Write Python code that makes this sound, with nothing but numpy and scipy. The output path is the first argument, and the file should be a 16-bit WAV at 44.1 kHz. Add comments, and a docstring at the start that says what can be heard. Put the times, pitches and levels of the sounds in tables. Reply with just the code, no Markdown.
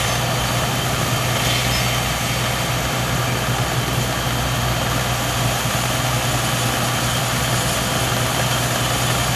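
"""Diesel tractor driving a drill

A six-cylinder diesel runs steadily in an open field. Periodic firing makes the exhaust drone and
chug, and its impacts make the block and panels clatter. Turbulent oil hisses in the hydraulics.
Friction keeps the drill steel ringing; twice the rod grinds in its guide and squeals briefly."""
import sys
import numpy as np
from scipy import signal
from scipy.fft import rfft, irfft, next_fast_len
from scipy.io import wavfile
from scipy.ndimage import uniform_filter1d

SR = 44100
rng = np.random.default_rng(int(sys.argv[2]) if len(sys.argv) > 2 else 0)


def inscribe(sig):
    """Save sig as 16-bit PCM at rate SR to the path in sys.argv[1].

    A 1-D sig is mono; a 2-D sig holds one channel per row.
    Samples are clipped to [-1, 1] before scaling.
    """
    pcm = np.round(np.clip(np.atleast_2d(sig).T, -1, 1) * 32767)
    wavfile.write(sys.argv[1], SR, pcm.astype(np.int16))


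N = 412335
T = np.arange(N) / SR
CYLINDERS = 6


# lines of exhaust, crank and gears: (order [multiple of the cycle rate], rms level [dB])
ENGINE_ORDERS = [(6, -32.5), (10, -41), (12, -26.3), (20, -43), (50, -47), (63, -49), (69, -51), (78, -48),
                 (116, -45), (120, -48)]
# hum at the firing rate: (time [s], gain [dB])
HUM_GAIN = [(0, 0), (3.9, -2), (4.5, 2), (5.4, -3), (8.9, -3.5), (9.35, 1)]
# swells and sags of the exhaust: (centre time [s], length [s], gain [dB])
EXHAUST_THROBS = [(1.13, .07, 4.5), (1.39, .07, -6), (2.19, .05, -8), (2.4, .25, 2.5), (2.56, .06, -6),
                  (3.335, .07, 5), (3.46, .06, -9), (3.51, .09, 5), (3.57, .07, -8), (3.62, .07, 5),
                  (3.7, .12, -6), (3.79, .06, 4), (3.865, .1, -8), (4, .14, 5), (4.15, .06, -10),
                  (5.34, .06, -7), (5.45, .14, 4), (5.6, .1, -10), (5.72, .09, -10), (6.22, .07, -9),
                  (6.36, .06, 4), (6.48, .16, -4), (7, .09, -6), (7.79, .06, -7), (9.11, .07, 4.5)]
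def drone(cycle):
    """Harmonic series: periodic firing gives lines at whole multiples of the engine cycle rate."""
    hum_db, = curves(HUM_GAIN)
    throb_db = swells(EXHAUST_THROBS) + 1.3 * walk(16)
    lope_db = -2.2 * np.cos(2 * np.pi * (cycle - 0.22))  # unequal cylinders: one sag a cycle
    out = 0
    for order, db in ENGINE_ORDERS:
        turns = order * cycle
        if order == CYLINDERS:
            db = db + hum_db + 2.0 * walk(18)
        elif order == 2 * CYLINDERS:
            db = db + throb_db + lope_db
        else:  # weak lines waver in level and phase
            db = db + 3.8 * walk(9)
            turns = turns + rng.random() + 0.082 * walk(20)
        out = out - undb(db) * np.cos(2 * np.pi * turns)
    return np.sqrt(2) * out


# cylinders in firing order: (pulse strength [ratio])
CYLINDER_PULSES = [0.48, 0.18, 0, 0.92, 0.15, 0.45]
# the hardest chugs: (time [s], peak level [dB])
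THUDS = [(1.371, -20), (1.470, -18), (1.667, -19), (4.372, -20), (4.864, -17), (4.963, -18), (7.722, -20),
         (7.820, -15), (7.869, -17), (7.967, -17), (8.164, -20)]
def chugs(cycle):
    """Pressure pulses: unequal cylinders give an uneven beat, with occasional sharp thuds."""
    width, thud_s = 0.095, 0.0011  # width is a fraction of the firing interval
    count, position = np.divmod(cycle * CYLINDERS + 0.5, 1)
    count = count.astype(int)
    scatter_db = 3.2 * np.minimum(rng.standard_normal(SR), 2)[count]
    depth = np.array(CYLINDER_PULSES)[count % CYLINDERS] * undb(scatter_db)
    beat = undb(-21.5) * (depth - depth.mean()) * dip((position - 0.5) / width)
    return beat + sum(undb(db) * dip((T - s) / thud_s) for s, db in THUDS)


# noise of the stack: (frequency [Hz], gain [dB])
EXHAUST_SPECTRUM = [(20, -25), (32, -16), (46, -13), (62, -2.5), (85, -7), (115, -2), (152, 1), (175, -2.5),
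                    (192, -4.5), (250, -8), (330, -10.5), (390, -12), (440, -13.5), (520, -15.5),
                    (1000, -56.5)]
def exhaust(cycle):
    """Pulsating jet: each firing drives a turbulent puff from the stack, following the throb."""
    puffs = firings(cycle, [1.8, 0.28, -0.13, 0.64, -0.66, -0.13], scatter_db=0.5, decay=1.0)
    throb = undb(swells(EXHAUST_THROBS) / 2)
    return colour(rattle(cycle, repeat=0.1) * (1.3 + puffs) * throb, EXHAUST_SPECTRUM)


# response of the block: (frequency [Hz], gain [dB])
BLOCK_SPECTRUM = [(250, -30), (455, -15.5), (500, -0.5), (548, -2), (580, -6), (630, -1), (760, -2.5),
                  (900, -6.5), (1050, -5.5), (1290, -4.5), (1520, -9), (2000, -9.5), (2850, -12),
                  (3300, -11), (5000, -18.5), (10000, -33.5)]
# bonnet resonances: (frequency [Hz], bandwidth [Hz], gain [dB])
BONNET_MODES = [(635, 70, 3.2), (710, 55, 2.8), (762, 30, -2.5), (797, 35, 4.5), (912, 25, 3.5),
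                (965, 40, 3.8), (1065, 70, -3), (1155, 60, 3.5), (1245, 60, 2), (1400, 80, 2),
                (1540, 40, -3.5), (1660, 100, 3.3), (1785, 55, 5.8), (2350, 110, 2.5)]
def clatter(cycle):
    """Impact excitation: combustion knock and valve gear ring the block and bonnet panels."""
    knocks = firings(cycle, [3.0, -3.0, -0.5, 3.0, -2.0, 2.0], scatter_db=4.5, decay=0.34)
    force = rattle(cycle, repeat=0.23) * (4.2 + knocks)
    return colour(force, BLOCK_SPECTRUM, BONNET_MODES, ripple_db=0.6)


# the hardest firings: (peak time [s], level [dB])
DIESEL_KNOCKS = [(.156, -19.5), (1.368, -19.5), (5.707, -21), (5.839, -20), (7.405, -20), (7.786, -20),
                 (8.263, -21), (8.396, -17.5), (9.112, -18.5)]
def hard_knocks():
    """Transient response: a single hard firing briefly excites the block and bonnet."""
    rise_s = 0.002
    envelope = sum(undb(db) * burst(s - rise_s, rise_s) for s, db in DIESEL_KNOCKS)
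    return envelope * colour(rng.standard_normal(N), BLOCK_SPECTRUM, BONNET_MODES)


# flow noise of the oil: (frequency [Hz], gain [dB])
OIL_SPECTRUM = [(1500, -19.5), (2500, 7), (2850, 6), (3500, 2), (4300, -3.5), (4900, -6), (5700, 3),
                (6700, 4), (7600, -1), (8400, -1), (9200, -9.5), (10200, 0.5), (10900, -27), (11600, -30),
                (12300, 7), (13400, -6), (13900, -23)]
# pipe resonances: (frequency [Hz], bandwidth [Hz], gain [dB])
PIPE_MODES = [(6740, 81, 2.9), (7800, 210, 1), (9840, 180, 5.6)]
def hydraulics(cycle):
    """Turbulent pipe flow: oil hisses in slight surges, a little different to left and right."""
    pump_hz = 3.0
    flow = undb(0.18 * np.sin(2 * np.pi * pump_hz * T) + 0.5 * walk(45))
    mid = colour(rattle(cycle, repeat=0.097) * flow, OIL_SPECTRUM, PIPE_MODES, ripple_db=1.7)
    side = colour(rng.standard_normal(N), OIL_SPECTRUM, PIPE_MODES)
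    return mid + undb(-32) * side * np.array([[1], [-1]])


# valve block, screened by the driller until he steps aside: (time [s], level [dB])
SIZZLE_LEVEL = [(0, -36), (1.3, -34.5), (2.2, -39.5), (4.2, -37), (4.9, -39), (5.4, -32.5), (7.5, -30.5),
                (9.35, -31.5)]
# its response: (frequency [Hz], gain [dB])
SIZZLE_SPECTRUM = [(900, -28), (1600, -5), (3000, -4), (5000, 0), (7000, 2.5), (9000, -2), (11000, 5.5),
                   (13600, -46)]
# its resonances: (frequency [Hz], bandwidth [Hz], gain [dB])
SIZZLE_MODES = [(2950, 110, 12), (3435, 95, 18.5), (4330, 90, 9), (4680, 120, 11.5), (5313, 60, 10),
                (6700, 120, 8), (7020, 90, 15), (8270, 170, 9), (9830, 170, 10), (10950, 400, 3)]
def valves(cycle):
    """Broadband excitation: the valve block and its fittings sizzle in many high modes."""
    level_db, = curves(SIZZLE_LEVEL)
    flutter = undb(1.1 * walk(12) + 1.5 * walk(90))
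    force = rattle(cycle, repeat=0.26) * flutter
    return undb(level_db) * colour(force, SIZZLE_SPECTRUM, SIZZLE_MODES, ripple_db=0.4)


# tones of the drill steel: (time [s], frequency [Hz], level [dB])
UPPER_RING = [(0, 3115, -33.5), (.6, 3115, -38), (1.2, 3115, -38), (1.55, 3130, -32.5), (2.3, 3135, -36),
              (3.1, 3140, -42), (4.2, 3165, -38.5), (5.8, 3158, -37.5), (6.3, 3165, -41), (7.15, 3168, -37),
              (9.35, 3168, -37)]
LOWER_RING = [(0, 3060, -37), (1.1, 3060, -45), (1.55, 3080, -35), (3, 3075, -42), (3.8, 3080, -39.5),
              (5.2, 3065, -47), (6.3, 3045, -37), (7.2, 3035, -40), (8.4, 3015, -40), (9.35, 3010, -35.5)]
UPPER_WHINE = [(0, 4555, -40), (.55, 4560, -40), (.9, 4560, -47), (1.3, 4560, -42), (2.1, 4555, -39.5),
               (2.8, 4550, -41.5), (3.4, 4570, -46.5), (4.4, 4585, -47), (5.5, 4595, -46), (6.2, 4600, -56)]
LOWER_WHINE = [(3.1, 4470, -60), (3.7, 4465, -46), (5.1, 4455, -44.5), (5.7, 4435, -51), (7.1, 4425, -45),
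               (9.35, 4425, -49)]
ROD_WHISTLE = [(2.03, 8520, -75), (2.18, 8480, -40.5), (2.45, 8150, -51), (3.2, 7900, -47.5),
               (3.8, 7880, -75)]
# blows on the steel: (time [s], level [dB])
STEEL_BLOWS = [(.03, -34), (.81, -30), (4.19, -30), (7.145, -27), (8.52, -28), (9.19, -31)]
def drill_steel():
    """Modal vibration: the turning steel sings in five narrow bands; blows boost the upper ring."""
    flare_db, waver_hz = 2.6, 7
    blow_power = sum((undb(db) * burst(s, rise_s=0.014)) ** 2 for s, db in STEEL_BLOWS)
    tones = [(UPPER_RING, 30, blow_power), (LOWER_RING, 30, 0),
             (UPPER_WHINE, 22, 0), (LOWER_WHINE, 22, 0), (ROD_WHISTLE, 22, 0)]
    out = 0
    for table, width_hz, struck_power in tones:
        hz, db = curves(table)
        rubbed = undb(db - flare_db / 4 + flare_db * walk(34))
        amplitude = np.sqrt(rubbed ** 2 + struck_power)
        out = out + amplitude * rubbed_mode(hz + waver_hz * walk(12), width_hz)
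    return out


# rod rubbing in its guide: (time [s], level [dB])
GRIND_LEVEL = [(0, -26.5), (.13, -30), (.24, -42), (1.1, -37), (1.36, -31.5), (1.48, -25.3), (1.6, -24.8),
               (1.67, -26.8), (1.8, -25.5), (2, -29.5), (2.5, -30.5), (2.85, -33.5), (3.3, -42),
               (9.35, -49)]
# its friction noise: (frequency [Hz], gain [dB])
GRIND_SPECTRUM = [(1000, -27.5), (1600, -9), (2200, 4.5), (2800, -4), (3400, -3.5), (4200, -8),
                  (6000, -8.5), (8500, -13.5), (14000, -18)]
def grinding():
    """Stick-slip friction: the rod moves through its guide in quick, uneven slips."""
    level_db, = curves(GRIND_LEVEL)
    slips = undb(0.7 * walk(60) + 1.1 * walk(400))
    modes = [(3060, 93, 2.1), (3210, 70, 3.0), (3610, 140, 3.6)]
    return undb(level_db) * colour(rng.standard_normal(N) * slips, GRIND_SPECTRUM, modes, ripple_db=3.1)


# the hardest scrape: (frequency [Hz], gain [dB])
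SCRAPE_SPECTRUM = [(1200, -23), (2000, -4), (3700, 2), (4300, -1), (6000, -9), (9000, -25)]
# rod resonances: (frequency [Hz], bandwidth [Hz], gain [dB])
ROD_MODES = [(2580, 80, 8), (3465, 130, 12), (4135, 80, 9)]
def scrape():
    """Frictional excitation: the rod bites hard into its guide once, ringing the steel."""
    swell = np.sqrt(arch(start=1.42, length=0.26))
    slips = undb(2.5 * walk(150))
    return undb(-29.5) * swell * colour(rng.standard_normal(N) * slips, SCRAPE_SPECTRUM, ROD_MODES)


# squeals of the rod: (start [s], length [s], frequency [Hz], level [dB])
ROD_SQUEALS = [(0, 0.23, 6170, -35), (.06, 0.098, 5233, -37), (1.55, 0.065, 5265, -34),
               (1.697, 0.13, 5190, -27)]
def squeals():
    """Self-excited oscillation: the sticking steel briefly locks onto one mode."""
    out = np.zeros(N)
    for start, length, hz, db in ROD_SQUEALS:
        swell = arch(start, length) ** 1.3 * undb(1.7 * walk(220))
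        turns = np.cumsum(hz * (1 + 0.0023 * walk(130))) / SR
        out += undb(db) * swell * np.sqrt(2) * np.sin(2 * np.pi * turns)
    return out


# chassis boom and silencer growl: (time [s], level [dB])
CHASSIS_LEVEL = [(0, -44), (1.2, -40), (2.9, -44), (3.3, -37), (4.05, -31.5), (4.3, -49), (5.6, -46),
                 (9.35, -36)]
SILENCER_LEVEL = [(0, -55), (2.6, -43), (3.3, -35.5), (5.2, -36.5), (6.4, -31), (7.3, -35), (8.3, -33.5),
                  (9.35, -34.5)]
# their responses: (frequency [Hz], gain [dB])
CHASSIS_SPECTRUM = [(190, -31.5), (250, 0.5), (310, -3), (390, -1), (450, -1.5), (540, -30)]
SILENCER_SPECTRUM = [(170, -30), (225, -2.5), (255, -4), (290, -5), (365, -9.5), (440, -30.5)]
def chassis_and_silencer(cycle):
    """Forced vibration: the firings shake a boom from the chassis and a growl from the silencer."""
    shakes = firings(cycle, [1.3, -2, 0.5, 2.3, -2.4, 0.66], scatter_db=1.5, decay=0.69)
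    boom_db, = curves(CHASSIS_LEVEL)
    growl_db, = curves(SILENCER_LEVEL)
    boom = colour(rattle(cycle, repeat=0.14) * shakes, CHASSIS_SPECTRUM)
    growl = colour(rattle(cycle, repeat=0.36) * shakes, SILENCER_SPECTRUM)
    return undb(boom_db) * boom + undb(growl_db) * growl


# rasp of the side panels: (time [s], level [dB])
PANEL_LEVEL = [(0, -48), (3, -37), (4.2, -36), (6, -38), (9.35, -35.5)]
# their response: (frequency [Hz], gain [dB])
PANEL_SPECTRUM = [(900, -20), (1250, -5), (1700, -2), (2100, -30)]
# their resonances: (frequency [Hz], bandwidth [Hz], gain [dB])
PANEL_MODES = [(1280, 50, 6), (1380, 70, 10), (1450, 50, 6), (1585, 45, 10), (1655, 65, 12)]
def side_panels(cycle):
    """Plate resonance: thin side panels buzz with each firing."""
    level_db, = curves(PANEL_LEVEL)
    blows = firings(cycle, [4, -3, 1, 2, 1, -4], scatter_db=3, decay=0.35)
    return undb(level_db) * colour(rattle(cycle, repeat=0.2) * blows, PANEL_SPECTRUM, PANEL_MODES)


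# loose fittings: (start [s], frequency [Hz], level [dB])
FITTING_CLANKS = [(3.266, 2370, -31), (3.542, 823, -27), (6.683, 780, -30)]
def clanks():
    """Single-mode resonance: a loose fitting rattles briefly in one narrow band."""
    width_hz = 56
    out = np.zeros(N)
    for start, hz, db in FITTING_CLANKS:
        ring = signal.lfilter(*signal.iirpeak(hz, hz / width_hz, fs=SR), rng.standard_normal(N))
        out += undb(db) * burst(start, rise_s=0.026) * unit(ring)
    return out


def firings(cycle, cylinder_db, scatter_db, decay):
    """Exponential decay after each unequal firing; the time constant is in firing intervals."""
    count, since = np.divmod(cycle * CYLINDERS, 1)
    count = count.astype(int)
    blow_db = np.array(cylinder_db)[count % CYLINDERS] + scatter_db * rng.standard_normal(SR)[count]
    return unit(undb(blow_db) * np.exp(-since / decay))


def rattle(cycle, repeat):
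    """Partly periodic noise: dense contacts, with a share of the power recurring every cycle."""
    cycle_samples = int(N / (cycle[-1] - cycle[0]))
    pattern = rng.standard_normal(SR)
    periodic = unit(np.interp(cycle % 1 * cycle_samples, np.arange(SR), pattern))
    return np.sqrt(repeat) * periodic + np.sqrt(1 - repeat) * rng.standard_normal(N)


def rubbed_mode(hz, width_hz):
    """Narrowband noise: a restless tone around a moving pitch, fairly even in strength."""
    noise = rng.standard_normal(N) + 1j * rng.standard_normal(N)
    envelope = signal.sosfilt(signal.butter(2, width_hz, fs=SR, output="sos"), noise)
    evened = envelope / np.sqrt(np.abs(envelope) + 1e-9)
    return unit(np.real(evened * np.exp(2j * np.pi * np.cumsum(hz) / SR)))


def colour(x, spectrum, modes=(), ripple_db=0):
    """Source-filter model: a body's broad response, main modes and ripple of lesser ones; rms 1."""
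    size = next_fast_len(N + SR // 4, real=True)
    f = np.maximum(np.fft.rfftfreq(size, 1 / SR), 1)
    hz, db = np.transpose(spectrum)
    gain_db = np.interp(np.log(f), np.log(hz), db)
    for centre_hz, width_hz, lift_db in modes:
        gain_db += lift_db / (1 + (2 * (f - centre_hz) / width_hz) ** 2)
    ripple_hz = np.arange(0, SR / 2, 45)
    gain_db += ripple_db * np.interp(f, ripple_hz, rng.standard_normal(len(ripple_hz)))
    # minimum phase: the body rings after a blow
    cepstrum = irfft(np.log(undb(gain_db)), size)
    cepstrum[1:size // 2] *= 2
    cepstrum[size // 2 + 1:] = 0
    return unit(irfft(rfft(x, size) * np.exp(rfft(cepstrum)), size)[:N])


def dip(x):
    """Rarefaction pulse with a small overshoot on either side."""
    return -(1 - x ** 2) * np.exp(-np.minimum(x ** 2, 200) / 2)


def burst(start, rise_s):
    """Critically damped envelope, peaking at 1 one rise time after its start."""
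    age = np.maximum(T - start, 0) / rise_s
    return age * np.exp(1 - np.minimum(age, 20))


def arch(start, length):
    """Half-sine envelope, timed in seconds."""
    return np.abs(np.sin(np.pi * np.clip((T - start) / length, 0, 1)))


def swells(table):
    """Superposed raised-cosine bumps in dB."""
    return sum(db * np.cos(np.pi * np.clip((T - s) / length, -0.5, 0.5)) ** 2 for s, length, db in table)


def walk(rate_hz):
    """Low-pass noise: a smooth random wander of rms 1."""
    hold = int(SR / rate_hz)
    steps = np.repeat(rng.standard_normal(N // hold + 1), hold)
    return unit(uniform_filter1d(uniform_filter1d(steps, hold), hold)[:N])


def curves(table):
    """Linear interpolation of each column over time."""
    times, *columns = np.transpose(table)
    return [np.interp(T, times, column) for column in columns]


def undb(db):
    """Decibels to amplitude ratio."""
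    return 10 ** (np.asarray(db) / 20)


def unit(x):
    """Normalisation to rms 1."""
    return x / np.sqrt(np.mean(x ** 2))


# engine speed: (time [s], firing rate [Hz])
FIRING_RATE = [(0.0, 61.05), (1.25, 61.14), (1.6, 60.97), (2.55, 60.61), (2.95, 61.7), (3.65, 60.83),
               (4.5, 61.1), (5.65, 60.3), (6.05, 61.87), (6.65, 60.41), (7.7, 61.04), (8.7, 60.84),
               (9.35, 61.85)]
# main noise levels: (time [s], exhaust [dB], clatter [dB], hydraulics [dB])
NOISE_LEVELS = [(0, -27.5, -23.5, -31.5), (1.3, -26, -24.5, -29.5), (2, -29, -25, -29.5),
                (3, -27, -24.5, -32), (3.9, -27.5, -25.5, -32.5), (4.8, -27, -24, -31.5),
                (5.6, -29, -24.5, -29.5), (6.5, -28, -23.5, -30), (8, -28, -24, -30),
                (9.35, -28.5, -23.5, -29.5)]
def scene():
    """Free-field superposition: the sources add without echo, and the crank times the engine."""
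    firing_hz, = curves(FIRING_RATE)
    firing_count = 0.2 + np.cumsum(firing_hz * (1 + 0.000702 * walk(12))) / SR
    cycle = firing_count / CYLINDERS
    rumble_db, clatter_db, hiss_db = curves(NOISE_LEVELS)
    stack = drone(cycle) + chugs(cycle) + undb(rumble_db) * exhaust(cycle)
    block = undb(clatter_db) * clatter(cycle) + hard_knocks()
    bodywork = side_panels(cycle) + chassis_and_silencer(cycle)
    oil = undb(hiss_db) * hydraulics(cycle) + valves(cycle)
    drill = drill_steel() + grinding() + scrape() + squeals() + clanks()
    return stack + block + bodywork + oil + drill


def record(dry):
    """Band limiting: a steep low-pass filter removes the highest treble."""
    cutoff_hz = 13900
    return signal.sosfilt(signal.ellip(8, 0.2, 70, cutoff_hz, fs=SR, output="sos"), dry)


dry = scene()
out = record(dry)
inscribe(out)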